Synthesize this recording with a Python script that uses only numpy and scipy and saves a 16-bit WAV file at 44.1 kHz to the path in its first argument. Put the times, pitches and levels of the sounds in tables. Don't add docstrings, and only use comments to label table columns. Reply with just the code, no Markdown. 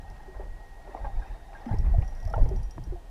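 import sys
import numpy as np
from scipy import signal
from scipy.fft import rfft, irfft
from scipy.io import wavfile

SR = 44100
rng = np.random.default_rng(int(sys.argv[2]) if len(sys.argv) > 2 else 0)


def unload_audio(sound):
    columns = np.transpose(np.atleast_2d(sound))
    steps = np.round(np.clip(columns, -1, 1) * 32767)
    wavfile.write(sys.argv[1], SR, steps.astype(np.int16))


N = 136710

# start in seconds, level in dB, decay in seconds, tilt in dB per octave.
SLAPS_AND_THUMP = [(.165, -50, 0.005, 12), (0.344, -49.5, 0.05, 3.5), (0.397, -46, 0.046, -2.5),
                   (0.868, -47.5, 0.066, -0.5), (0.948, -39, 0.03, -1.5), (1.04, -42.5, 0.038, 1.5),
                   (1.049, -47, 0.01, 6), (1.528, -51.5, 0.059, 8.5), (1.658, -51, 0.0083, 9),
                   (1.707, -41, 0.021, -3.5), (1.846, -48.5, 0.076, 6.5), (1.983, -27.5, 0.025, -7.5),
                   (2.02, -46.5, 0.009, 12), (2.337, -34, 0.021, 2.5), (2.379, -35.5, 0.028, -3),
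                   (2.424, -32, 0.015, -16), (2.458, -37.5, 0.0027, 7.5), (2.486, -45.5, 0.078, -5)]
# frequency in Hz, relative level in dB.
SLAP_SPECTRUM = [(60, -12), (200, -2.5), (400, -3), (600, 7), (980, -0.5), (1300, -12.5), (2100, -21),
                 (3500, -38), (15000, -77)]
SLAP_RISE_S = 0.00038
SLAP_GRAINS_PER_S, SLAP_DECAY_CYCLES, SLAP_SPREAD_DB = 2500, 5, 3

# start in seconds, settled mean pitch in Hz,
# level in dB before GLUG_GAIN_DB, decay in seconds.
GLUGS = [(0.278, 365, -43.5, 0.025), (0.396, 372, -35, 0.011), (.884, 369, -40, 0.01),
         (.948, 728, -23.5, 0.0049), (.970, 1014, -37, 0.0048), (1.046, 837, -31, 0.006),
         (1.043, 1590, -46, 0.015), (1.065, 793, -34.5, 0.02), (1.22, 1593, -46, 0.013),
         (1.548, 1597, -46.5, 0.022), (1.663, 219.4, -31.5, 0.037), (1.69, 857, -40, 0.043),
         (1.722, 1640, -45, 0.009), (1.742, 413, -32, 0.0047), (1.836, 182, -37, 0.018),
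         (1.938, 659, -32.5, .015), (2.026, 726, -39, 0.0089), (2.274, 611, -37.5, 0.0084),
         (2.303, 635, -39, 0.019), (2.337, 1341, -27.5, 0.0044), (2.337, 2850, -50.5, 0.0068),
         (2.338, 784, -25.5, 0.01), (2.359, 860, -31, 0.0093), (2.378, 586, -28.5, 0.0081),
         (2.422, 273, -27.5, 0.0063), (2.458, 438, -32.5, 0.0058), (2.512, 367, -31, .019),
         (2.534, 753, -43.5, 0.0083), (2.922, 345, -31, 0.015), (2.959, 686, -41.5, 0.013)]
GLUG_RISE_S, GLUG_BEND_HZ, GLUG_SETTLE_S, GLUG_GAIN_DB = 0.0028, 46.3, 0.012, 3
GLUG_ROUGHNESS, GLUG_PITCH_JITTER = 0.3, 0.012

# time in seconds, level in dB.
LAPPING = [(0, -57), (.25, -54), (.42, -57.5), (.76, -58.5), (.97, -49), (1.14, -54), (1.23, -47),
           (1.44, -57.5), (1.57, -52), (1.73, -43), (1.8, -55), (2.15, -54.5), (2.4, -51), (2.55, -54.5),
           (2.68, -63), (2.95, -59), (3.1, -72.5)]
# frequency in Hz, relative level in dB.
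RIPPLE_SPECTRUM = [(100, -33), (300, -6), (480, -5.5), (630, 0), (830, 8), (1050, -8.5), (1300, -12.5),
                   (1680, -8), (2100, -14.5), (3000, -28), (6000, -28)]
RIPPLE_BUBBLES_PER_S, RIPPLE_DECAY_CYCLES, RIPPLE_SPREAD_DB = 3500, 14.5, 5

# frequency in Hz, level in dB, decay in seconds.
HULL_MODES = [(316, -36, 0.0113), (673, -33, 0.0033), (926, -29.5, 0.0019), (1680, -42, 0.002)]
KNOCK_S = 2.78

# start in seconds, level in dB before CLICK_GAIN_DB,
# spool ring in dB relative to the click, before SPOOL_GAIN_DB.
CLICKS = [(0.101, -53.5, -13), (1.786, -48.5, -4), (1.81, -56, -21), (2.046, -61.5, 10), (2.079, -53.5, 5),
          (2.106, -57, -3), (2.129, -61, -6), (2.151, -55, 4), (2.174, -56.5, -21), (2.2013, -55, 3),
          (2.2286, -52.5, -14), (2.252, -48, -12), (2.275, -47, -10), (2.2994, -48.5, -11),
          (2.329, -55, -10), (2.3566, -54.5, -12), (2.391, -57, -11), (2.441, -52.5, -12),
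          (2.4895, -49.5, -10), (2.562, -51.5, 2.5), (2.6312, -51, 4), (2.7096, -49, 2),
          (2.8387, -49, -2.5)]
# nominal frequency in Hz, mean relative level in dB, decay in seconds.
PAWL_MODES = [(4840, -5, 0.0028), (5460, -3.5, 0.0046), (5900, -2, 0.0024), (8450, -14, 0.0025),
              (10140, -16.5, 0.0024), (10450, -9.5, 0.0023), (12400, -25, .003)]
PAWL_SPREAD_DB, CLICK_GAIN_DB = 3.5, -2.5
SPOOL_HZ, SPOOL_DECAY_S, SPOOL_GAIN_DB = 5765, 0.024, -7.5
SCRAPE_LEVEL, SCRAPE_DECAY_S = 0.29, 0.0065

# start in seconds, time until the fall in seconds,
# deep rumble in dB before DEEP_GAIN_DB, upper rumble in dB before UPPER_GAIN_DB.
GUSTS = [(0.021, 0.11, -44, -51.5), (0.352, 0.21, -37.5, -56), (0.996, 0.21, -33, -50.5),
         (1.294, 0.032, -33, -52), (1.702, 0.037, -26.5, -28.5), (1.75, 0.28, -22.5, -37),
         (2.014, 0.22, -34, -53.5), (2.235, 0.11, -30, -44), (2.357, 0.093, -22, -31),
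         (2.452, .15, -27, -38), (2.617, 0.053, -29.5, -67), (2.757, 0.064, -39, -41.5),
         (2.864, 0.067, -29, -44.5)]
# centre in seconds, level in dB, half width in seconds.
BUFFETS = [(1.178, -18, 0.0085), (1.879, -13.5, 0.0056), (1.934, -16.5, 0.009), (1.988, -9, 0.0032),
           (2.264, -20, 0.0037), (2.427, -12.5, 0.01)]
# frequency in Hz, relative level in dB.
DEEP_SPECTRUM = [(8, -20), (24, -5), (40, -4.5), (58, -12), (80, -21), (130, -54.5), (400, -100)]
UPPER_SPECTRUM = [(40, -81.5), (80, 7), (125, 0.5), (165, -9), (240, -20.5), (400, -25), (1500, -65)]
DEEP_GAIN_DB, UPPER_GAIN_DB = 0, 1.5
GUST_RISE_S, GUST_FALL_S, CALM_DEEP_DB, CALM_UPPER_DB = 0.015, 0.025, -44.5, -59

# time in seconds, mean pitch in Hz, RMS level in dB before flutter.
MOTOR = [(0, 1868, -61.5), (.45, 1890, -62.5), (1.13, 1884, -62), (1.2, 1860, -65.5), (1.62, 1875, -66),
         (1.92, 1906, -63.5), (1.99, 1887, -65.5), (2.06, 1902, -61), (2.15, 1870, -68),
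         (2.22, 1904, -61.5), (2.5, 1878, -70.5), (3.1, 1874, -73.5)]
# mean pitch in Hz, peak RMS level in dB,
# loudest time in seconds, half length in seconds.
WHISTLES = [(3710, -75.5, 1.28, 0.4), (10480, -85.5, 1.6, 1.5), (3175, -79.5, 2.604, 0.44)]
WAVER, WAVER_HZ = 0.00358, 21.3
WHINE_FLUTTER = 0.17

# frequency in Hz, relative level in dB.
AIR_SPECTRUM = [(88, -51), (150, 1.5), (380, -2), (808, -2.5), (1360, -14.5), (1750, -13), (2010, -16.5),
                (2580, -16.5), (9430, -26), (15300, -31.5)]
AIR_DB = -58
CUT_HZ = 15350


def slaps_and_thump():
    out, t = np.zeros(N), np.arange(SR // 4) / SR
    grains = bubbles(SLAP_GRAINS_PER_S, SLAP_DECAY_CYCLES, SLAP_SPREAD_DB)
    for start_s, db, decay_s, tilt_db in SLAPS_AND_THUMP:
        even_grains = steadied(colour(grains, SLAP_SPECTRUM, tilt_db), 0.051)
        burst = even_grains[round(start_s * SR):][:len(t)]
        envelope = (1 - np.exp(-t / SLAP_RISE_S)) * np.exp(-t / decay_s)
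        add(out, start_s, amp(db) * burst * envelope)
    return out


def glugs():
    out, t = np.zeros(N), np.arange(SR // 4) / SR
    for start_s, hz, db, decay_s in GLUGS:
        jitter = 1 + GLUG_PITCH_JITTER * drift(90)[:len(t)]
        pitch_hz = hz * jitter + GLUG_BEND_HZ * np.exp(-t / GLUG_SETTLE_S)
        roughness = 1 + GLUG_ROUGHNESS * drift(200)[:len(t)]
        envelope = (1 - np.exp(-t / GLUG_RISE_S)) * np.exp(-t / decay_s) * roughness
        tone = np.sin(2 * np.pi * np.cumsum(pitch_hz) / SR)
        add(out, start_s, amp(db + GLUG_GAIN_DB) * envelope * tone)
    return out


def ripples():
    crowd = bubbles(RIPPLE_BUBBLES_PER_S, RIPPLE_DECAY_CYCLES, RIPPLE_SPREAD_DB)
    return steadied(colour(crowd, RIPPLE_SPECTRUM), 0.81) * amp(curve(LAPPING))


def knock():
    out, t = np.zeros(N), np.arange(SR // 10) / SR
    ring = np.zeros(len(t))
    for hz, db, decay_s in HULL_MODES:
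        ring += amp(db) * np.exp(-t / decay_s) * np.sin(2 * np.pi * hz * t)
    add(out, KNOCK_S, (1 - np.exp(-t / SLAP_RISE_S)) * ring)
    return out


def ratchet():
    out, t = np.zeros(N), np.arange(SR // 5) / SR
    for start_s, db, ring_db in CLICKS:
        snap = np.zeros(len(t))
        for hz, mode_db, decay_s in PAWL_MODES:
            level = amp(mode_db + PAWL_SPREAD_DB * rng.standard_normal())
            turns = hz * rng.uniform(0.97, 1.01) * t + rng.random()
            snap += level * np.exp(-t / decay_s) * np.sin(2 * np.pi * turns)
        scrape = SCRAPE_LEVEL * rng.standard_normal(len(t)) * np.exp(-t / SCRAPE_DECAY_S)
        spool = np.exp(-t / SPOOL_DECAY_S) * np.sin(2 * np.pi * SPOOL_HZ * t)
        ring = amp(ring_db + SPOOL_GAIN_DB) * spool
        add(out, start_s, amp(db + CLICK_GAIN_DB) * (snap + scrape + ring))
    return out


def wind():
    t = np.arange(N) / SR
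    deep_power, upper_power = amp(CALM_DEEP_DB) ** 2, amp(CALM_UPPER_DB) ** 2
    for start_s, length_s, deep_db, upper_db in GUSTS:
        rise = np.sin(np.pi / 2 * np.clip((t - start_s) / GUST_RISE_S, 0, 1)) ** 2
        fall = np.exp(-np.maximum(t - start_s - length_s, 0) / GUST_FALL_S)
        swell = rise * fall
        deep_power = deep_power + (amp(deep_db + DEEP_GAIN_DB) * swell) ** 2
        upper_power = upper_power + (amp(upper_db + UPPER_GAIN_DB) * swell) ** 2
    out = np.sqrt(deep_power) * rumble(DEEP_SPECTRUM, 0.17)
    out += np.sqrt(upper_power) * rumble(UPPER_SPECTRUM, 0.019)
    for centre_s, db, half_width_s in BUFFETS:
        u = (t - centre_s) / half_width_s
        out += amp(db) * (u ** 2 - 1) * np.exp(-u ** 2 / 2)
    return out


def motor():
    t = np.arange(N) / SR
    pitch_hz = curve(MOTOR, axis=1) * (1 + WAVER * drift(WAVER_HZ))
    level = amp(curve(MOTOR, axis=2)) * (1 + WHINE_FLUTTER * drift(30))
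    out = level * np.sin(2 * np.pi * np.cumsum(pitch_hz) / SR)
    for hz, db, peak_s, half_s in WHISTLES:
        swell = 1 / (1 + ((t - peak_s) / half_s) ** 4)
        turns = np.cumsum(hz + 9 * drift(30)) / SR
        out += amp(db) * swell * np.sin(2 * np.pi * turns)
    return np.sqrt(2) * out


def air():
    return amp(AIR_DB) * colour(rng.standard_normal(N), AIR_SPECTRUM)


def bubbles(per_s, decay_cycles, spread_db, count=56):
    out, t = np.zeros(N), np.arange(SR // 10) / SR
    for hz in np.geomspace(200, 6000, count) * rng.uniform(0.97, 1.02, count):
        struck = rng.random(N) < per_s / count / SR
        hits = struck * amp(spread_db * np.minimum(rng.exponential(1, N), 3))
        age = t * hz / decay_cycles
        envelope = (1 - np.exp(-4 * age)) * np.exp(-age)
        grain = hz * envelope * np.sin(2 * np.pi * hz * t * (1 + 1.657 * t))
        out += signal.oaconvolve(hits, grain)[:N]
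    return out


def rumble(spectrum, span_s):
    return steadied(colour(rng.standard_normal(N), spectrum), span_s)


def colour(x, points, tilt_db=0):
    octave = np.log2(np.fft.rfftfreq(len(x), 1 / SR) + 1)
    hz, db = np.transpose(points)
    gain_db = np.interp(octave, np.log2(hz), db) + tilt_db * octave
    return unit(irfft(rfft(x) * amp(gain_db), len(x)))


def steadied(x, span_s):
    window = np.hanning(int(span_s * SR) + 3)
    power = abs(signal.fftconvolve(x ** 2, window / window.sum(), "same"))
    return x / np.sqrt(power + 1e-4)


def drift(rate_hz):
    hz = np.fft.rfftfreq(N, 1 / SR)
    return unit(irfft(rfft(rng.standard_normal(N)) * np.exp(-(hz / rate_hz) ** 2), N))


def curve(rows, axis=1):
    rows = np.array(rows)
    return np.interp(np.arange(N) / SR, rows[:, 0], rows[:, axis])


def add(mix, start_s, sound):
    part = mix[max(round(start_s * SR), 0):][:len(sound)]
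    part += sound[:len(part)]


def amp(db):
    return 10 ** (np.asarray(db) / 20)


def unit(x):
    return x / np.sqrt(np.mean(x ** 2) + 1e-20)


def scene():
    hull = slaps_and_thump() + glugs() + ripples() + knock()
    return (hull + ratchet() + wind() + motor() + air())[None]


def record(dry):
    lowpass = signal.firwin(511, CUT_HZ, window=("kaiser", 9), fs=SR)
    return signal.oaconvolve(dry, lowpass[None], "same")


dry = scene()
out = record(dry)
unload_audio(out)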